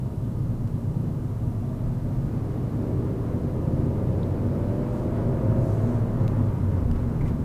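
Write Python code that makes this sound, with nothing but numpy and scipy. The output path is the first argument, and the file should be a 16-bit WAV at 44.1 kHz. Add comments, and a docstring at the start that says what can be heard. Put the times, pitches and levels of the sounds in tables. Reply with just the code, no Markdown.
"""Inside a small four-cylinder car with the windows shut. From the start the engine's firing makes the
cabin boom, and the tyres rumble through the body. As the engine pulls from 2000 to 3300 rpm, the plastic
trim gives a faint tick or two and two buses pass, muffled by the glass, the first whining as it comes up.
From about 5 s a sleeve brushes the seat. At 6.2 s the throttle closes and the revs sink, and the trim
ticks several times near the end."""
import sys
import numpy as np
from scipy.fft import rfft, irfft, next_fast_len
from scipy.io import wavfile
from scipy.ndimage import uniform_filter1d, map_coordinates

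SR = 44100
rng = np.random.default_rng(int(sys.argv[2]) if len(sys.argv) > 2 else 0)


def generate_wav(signal):
    """Clip the signal to [-1, 1] and save it as 16-bit WAV at the path in sys.argv[1]."""
    frames = np.transpose(np.atleast_2d(signal))
    scaled = np.clip(frames, -1, 1) * 32767
    pcm = np.round(scaled).astype(np.int16)
    wavfile.write(sys.argv[1], SR, pcm)


N = 328104


def amp(db):
    """Amplitude ratio of a level in decibels."""
    return 10 ** (np.asarray(db) / 20)


def unit(x):
    """Normalisation to rms 1."""
    return x / np.sqrt(np.mean(x ** 2) + 1e-20)


def curve(rows):
    """Linear interpolation of (time [s], value) rows at every sample."""
    return np.interp(np.arange(N) / SR, *np.transpose(rows))


def wobble(knots_per_s):
    """Smooth random modulation: a spline through Gaussian knots."""
    return map_coordinates(rng.standard_normal(2048), [np.arange(N) * knots_per_s / SR], mode="wrap")


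def filtered(x, response):
    """Linear filtering: the spectrum of x times a frequency response."""
    size = next_fast_len(N + SR // 2)
    return irfft(rfft(x, size) * response(np.fft.rfftfreq(size, 1 / SR)), size)[:N]


def colour(x, spectrum):
    """Spectral shaping by (frequency [Hz], gain [dB]) rows, with a steep roll-off above the last."""
    hz, db = np.transpose(spectrum)
    gain = lambda f: amp(np.interp(np.log(f + 1), np.log(hz), db))
    return filtered(x, lambda f: gain(f) / np.maximum(f / hz[-1], 1) ** np.pi)


def noise(spectrum):
    """Coloured noise of rms 1; the spectrum sets only relative levels."""
    return unit(colour(rng.standard_normal(N), spectrum))


def resonant_noise(modes):
    """Random excitation of resonances (frequency [Hz], half-width [Hz], gain [dB]), at rms 1."""
    response = lambda f: sum(amp(db) / (1 + ((f - hz) / width) ** 2) for hz, width, db in modes)
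    return unit(filtered(rng.standard_normal(N), response))


def steady(x, span_s):
    """Division by the running rms evens out swells slower than span_s."""
    power = uniform_filter1d(x ** 2, max(int(span_s * SR), 2))
    return unit(x / np.sqrt(np.abs(power) + 1e-9))


def engine(boom_db=-2.5, orders_db=-1.5, roar_db=-6, waver_db=2.83, jitter=0.00064, throb=0.68):
    """Forced vibration: four cylinders fire twice a turn, driving a boom, engine orders and a roar."""
    # engine speed: (time [s], firing rate [Hz])
    firing_rates = [(0.0, 65.77), (0.7, 65.62), (2.15, 69.26), (3.0, 77.33), (4.0, 89.24), (4.55, 95.4),
                    (5.35, 105.1), (5.85, 109.3), (6.2, 109.7), (6.5, 100.2), (6.85, 85.2), (7.1, 74.84),
                    (7.44, 74.03)]
    # how hard the engine pulls: (time [s], level [dB])
    load_levels = [(0, -42.5), (1, -46), (2.15, -44), (2.85, -33.5), (4.8, -32.5), (5.5, -30), (6.2, -36.5),
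                   (6.55, -41.5), (7.44, -38.5)]
    # cabin boom, two humps with a null between: (firing rate [Hz], level [dB])
    boom_levels = [(64, -46), (78, -39), (84, -32.5), (90, -28), (95, -26), (100.5, -45), (105, -23.5),
                   (110, -24.5)]
    # engine orders: (frequency [multiples of the crank rate], relative level [dB])
    order_levels = [(3, -8), (4, 4), (4.5, -1), (5, -4), (5.5, -3), (6, 2), (6.5, -1), (7, 1), (7.5, 0),
                    (8, -2), (8.5, -6), (9, -6), (9.5, -6), (10, 2), (10.5, -11), (11, -5), (11.5, -12),
                    (12, 1), (13, -6), (14, -9), (15, -10), (16, -10), (17, -15), (18, -15), (19, -20),
                    (20, -20)]
    # transmission through the bulkhead: (frequency [Hz], gain [dB])
    bulkhead_gains = [(180, -2), (203, 4), (250, -1), (290, 2), (335, 3), (400, 1), (435, -4), (480, 1),
                      (540, 3), (570, -1), (615, 2), (665, 3), (770, -10), (1100, -13)]
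    # intake and combustion roar: (frequency [Hz], spectral level [dB])
    roar_spectrum = [(100, -36), (170, 7), (240, -2.5), (300, -9), (355, -4), (400, 7.5), (460, -10),
                     (530, -0.5), (640, -4.5), (760, -12.5), (950, -12), (1400, -27.5), (2500, -35.5),
                     (5000, -58)]
    shut_s, reopened_s, travel_s, overrun_db = 6.18, 7.5, 0.28, -29.5  # the shut throttle adds boom
    t = np.arange(N) / SR
    firing_hz = curve(firing_rates)
    crank = 2 * np.pi * np.cumsum(firing_hz / 2 * (1 + jitter * wobble(13))) / SR
    shut = np.clip(np.minimum(t - shut_s, reopened_s - t) / travel_s, 0, 1)
    boom_gain = amp(np.interp(firing_hz, *np.transpose(boom_levels))) + amp(overrun_db) * shut
    firing_tone = np.sqrt(2) * np.sin(2 * crank + 0.1 * wobble(25))
    boom = firing_tone * boom_gain * amp(boom_db + 0.82 * wobble(20))
    # unequal cylinders give half orders; each order wavers at random, as if crossing the cabin's modes
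    orders = np.zeros(N)
    for order, db in order_levels:
        gain = amp(db + waver_db * wobble(5.5))
        orders += gain * np.sin(order * crank + rng.uniform(0, 2 * np.pi) + 0.17 * wobble(23))
    revs_db = 2 * np.log2(firing_hz / firing_hz.mean())  # 2 dB per octave of engine speed
    orders = steady(colour(orders, bulkhead_gains), span_s=0.36) * amp(orders_db + revs_db)
    roar = unit(noise(roar_spectrum) * (1 + throb * np.cos(2 * crank)))
    return boom + amp(curve(load_levels)) * (orders + amp(roar_db) * roar)


def road(shake_db=-37, drone_db=-28.5, tread_db=2, ring_db=-36.0):
    """Structure-borne noise: asphalt excites the body, cabin and tyre cavities, more so with speed."""
    # tread rush, growing with road speed: (time [s], level [dB])
    rush_levels = [(0, -50.5), (3.4, -46), (5, -42), (6.3, -40), (7.44, -43.5)]
    # rough asphalt: (time [s], Gaussian width [s], shake level [dB], drone level [dB])
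    rough_patches = [(0.497, 0.16, -35.5, -30), (0.985, 0.12, -46, -28.5), (1.47, 0.053, -35, -29.5),
                     (1.877, 0.04, -30, -29.5), (2.172, 0.15, -35, -31), (2.977, 0.037, -49, -26),
                     (3.77, 0.11, -34, -26.5), (4.08, 0.091, -40, -28.5), (5.322, 0.092, -37, -25.5),
                     (5.57, 0.091, -35, -22.5), (6.3, 0.16, -37, -27), (6.906, 0.074, -26, -37),
                     (7.235, 0.079, -31, -27)]
    # body shake, cabin drone and tread rush: (frequency [Hz], spectral level [dB])
    shake_spectrum = [(8, -38), (20, -16), (28, 3), (33, -0.5), (41, -10), (52, 0), (64, 0), (76, -5),
                      (110, -38)]
    drone_spectrum = [(55, -30), (78, -19.5), (96, -0.5), (108, 0.5), (122, 2), (143, -1), (162, -6),
                      (190, -10), (215, -15.5), (270, -15.5), (350, -22.5), (500, -28.5), (800, -38)]
    tread_spectrum = [(120, -20), (175, 12.5), (220, 13.5), (310, 7.5), (450, 10.5), (620, 2), (790, 0),
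                      (950, 2.5), (1250, -2.5), (1500, -6.5), (2000, -14), (2600, -21), (4000, -29),
                      (8000, -38)]
    # tyre cavity and panel resonances: (frequency [Hz], nominal width [Hz], gain [dB])
    panel_modes = [(184, 30, -10), (237.9, 10.4, 5), (311.7, 8.1, -9.5), (383, 5.7, -10), (542, 2.5, -7.5),
                   (627, 8.9, -16), (700, 3.6, -23), (843, 7.3, -21), (943.4, 5.1, -18), (953, 4.9, -25),
                   (1172, 5.2, -23.5), (1227, 7.2, -22), (2073, 6.4, -31.5)]
    t = np.arange(N) / SR
    rush_db = curve(rush_levels)
    pace_db = rush_db - rush_db.mean()
    shake_gain = amp(shake_db + 0.58 * pace_db)
    drone_gain = amp(drone_db + 0.038 * pace_db)
    for centre_s, width_s, patch_shake_db, patch_drone_db in rough_patches:
        swell = np.exp(-((t - centre_s) / width_s) ** 2 / 2)
        shake_gain = np.hypot(shake_gain, amp(patch_shake_db) * swell)  # powers add
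        drone_gain = np.hypot(drone_gain, amp(patch_drone_db) * swell)
    shake = shake_gain * steady(noise(shake_spectrum), span_s=0.11)
    drone = drone_gain * steady(noise(drone_spectrum), span_s=0.16)
    rush = amp(rush_db + tread_db + 1.1 * wobble(14)) * noise(tread_spectrum)
    ring = resonant_noise([(hz, 0.78 * width, db) for hz, width, db in panel_modes])
    return shake + drone + rush + amp(ring_db + 0.73 * pace_db) * steady(ring, span_s=0.78)


def trim(ring_db=-7, crack_db=-8, relative_width=0.07, attack_s=0.00016):
    """Impact excitation: loose plastic ticks with a broad crack and a damped band of close modes."""
    # ticks: (time [s], level [dB], ring frequency [Hz], 60 dB decay time [s], crack offset [dB])
    trim_ticks = [(.675, -52, 2780, 0.022, 8), (4.232, -45, 3670, .03, -16), (6.279, -46, 3747, 0.014, 15),
                  (6.913, -48.5, 2891, 0.019, 13), (6.958, -41, 2300, 0.036, -5),
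                  (6.999, -49, 2400, 0.026, -7), (7.21, -34, 2180, 0.052, -13),
                  (7.259, -39, 2040, 0.05, -12), (7.277, -44, 2270, 0.13, 0)]
    # (frequency [Hz], spectral level [dB])
    crack_spectrum = [(800, -10), (1600, 4), (5000, -4), (10000, -14), (15000, -12)]
    out, t = np.zeros(N), np.arange(N) / SR
    for start_s, db, hz, t60, offset_db in trim_ticks:
        age = np.maximum(t - start_s, 0)
        envelope = (1 - np.exp(-age / attack_s)) * amp(db - 60 * age / t60)
        ring = amp(ring_db) * resonant_noise([(hz, relative_width * hz, 0)])
        crack = amp(crack_db + offset_db) * noise(crack_spectrum)
        out += envelope * (ring + crack)
    return out


def buses(whine_s=1.63, whine_half_width_s=0.3, whine_db=-51):
    """Distance and transmission loss: each bus swells and fades behind the glass; the first whines."""
    # oncoming buses: (time the rear engine is closest [s], half-width [s], level [dB])
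    bus_passes = [(2.576, 0.72, -41.5), (4.6, 0.72, -39)]
    # a bus heard through the glass: (frequency [Hz], spectral level [dB])
    bus_spectrum = [(90, -20), (155, 3), (200, -3.5), (300, 5.5), (480, -11), (700, -11.5), (1100, -21.5),
                    (2200, -29.5), (3200, -39), (4800, -39.5), (7000, -51)]
    # whine of the first bus: (frequency [Hz], half-width [Hz], gain [dB])
    whine_bands = [(652, 14, 1.5), (722, 9.2, 1), (1164, 9, -6)]
    t = np.arange(N) / SR
    swell = lambda peak_s, half_width_s, db: amp(db) / (1 + ((t - peak_s) / half_width_s) ** 2)
    whine = resonant_noise(whine_bands) * swell(whine_s, whine_half_width_s, whine_db)
    rumble = noise(bus_spectrum) * sum(swell(*bus) for bus in bus_passes)
    return whine + rumble


def sleeve():
    """Sliding friction: cloth brushes the seat in soft strokes of high-pitched noise."""
    # strokes: (time [s], duration [s], level [dB])
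    sleeve_strokes = [(4.86, 0.23, -66), (5.547, 0.24, -63), (5.68, 0.37, -64), (7.233, 0.077, -67)]
    # rubbing cloth: (frequency [Hz], spectral level [dB])
    cloth_spectrum = [(2000, -23), (4000, -2), (5200, -4), (6400, 0), (8500, -2), (11000, -8), (15000, -13)]
    t = np.arange(N) / SR
    envelope = sum(amp(db) * np.sin(np.pi * np.clip((t - start_s) / duration_s, 0, 1))
                   for start_s, duration_s, db in sleeve_strokes)
    return envelope * noise(cloth_spectrum)


def scene():
    """Superposition of all sources at the back seat, in one channel."""
    return (engine() + road() + trim() + buses() + sleeve())[None]


def record(dry, hiss_db=-62.1, top_hz=15260):
    """Self-noise and band limiting: hiss and faint tones are added, and all above top_hz is cut."""
    # microphone hiss: (frequency [Hz], spectral level [dB])
    hiss_spectrum = [(500, 2), (3000, 1.2), (5000, 0), (7000, -.7), (11500, -1.6), (15200, -2.7)]
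    # steady tones of the electronics: (frequency [Hz], level [dB])
    electronic_tones = [(2756, -81.5), (2998, -79.5), (3445, -84.5), (4000, -84), (4134, -85.5),
                        (8000, -88), (9001, -87), (10002, -85), (10998, -90)]
    t = np.arange(N) / SR
    hiss = amp(hiss_db) * noise(hiss_spectrum)
    tones = sum(np.sqrt(2) * amp(db) * np.sin(2 * np.pi * hz * t) for hz, db in electronic_tones)
    return filtered(dry[0] + hiss + tones, lambda f: f < top_hz)[None]


dry = scene()
out = record(dry)
generate_wav(out)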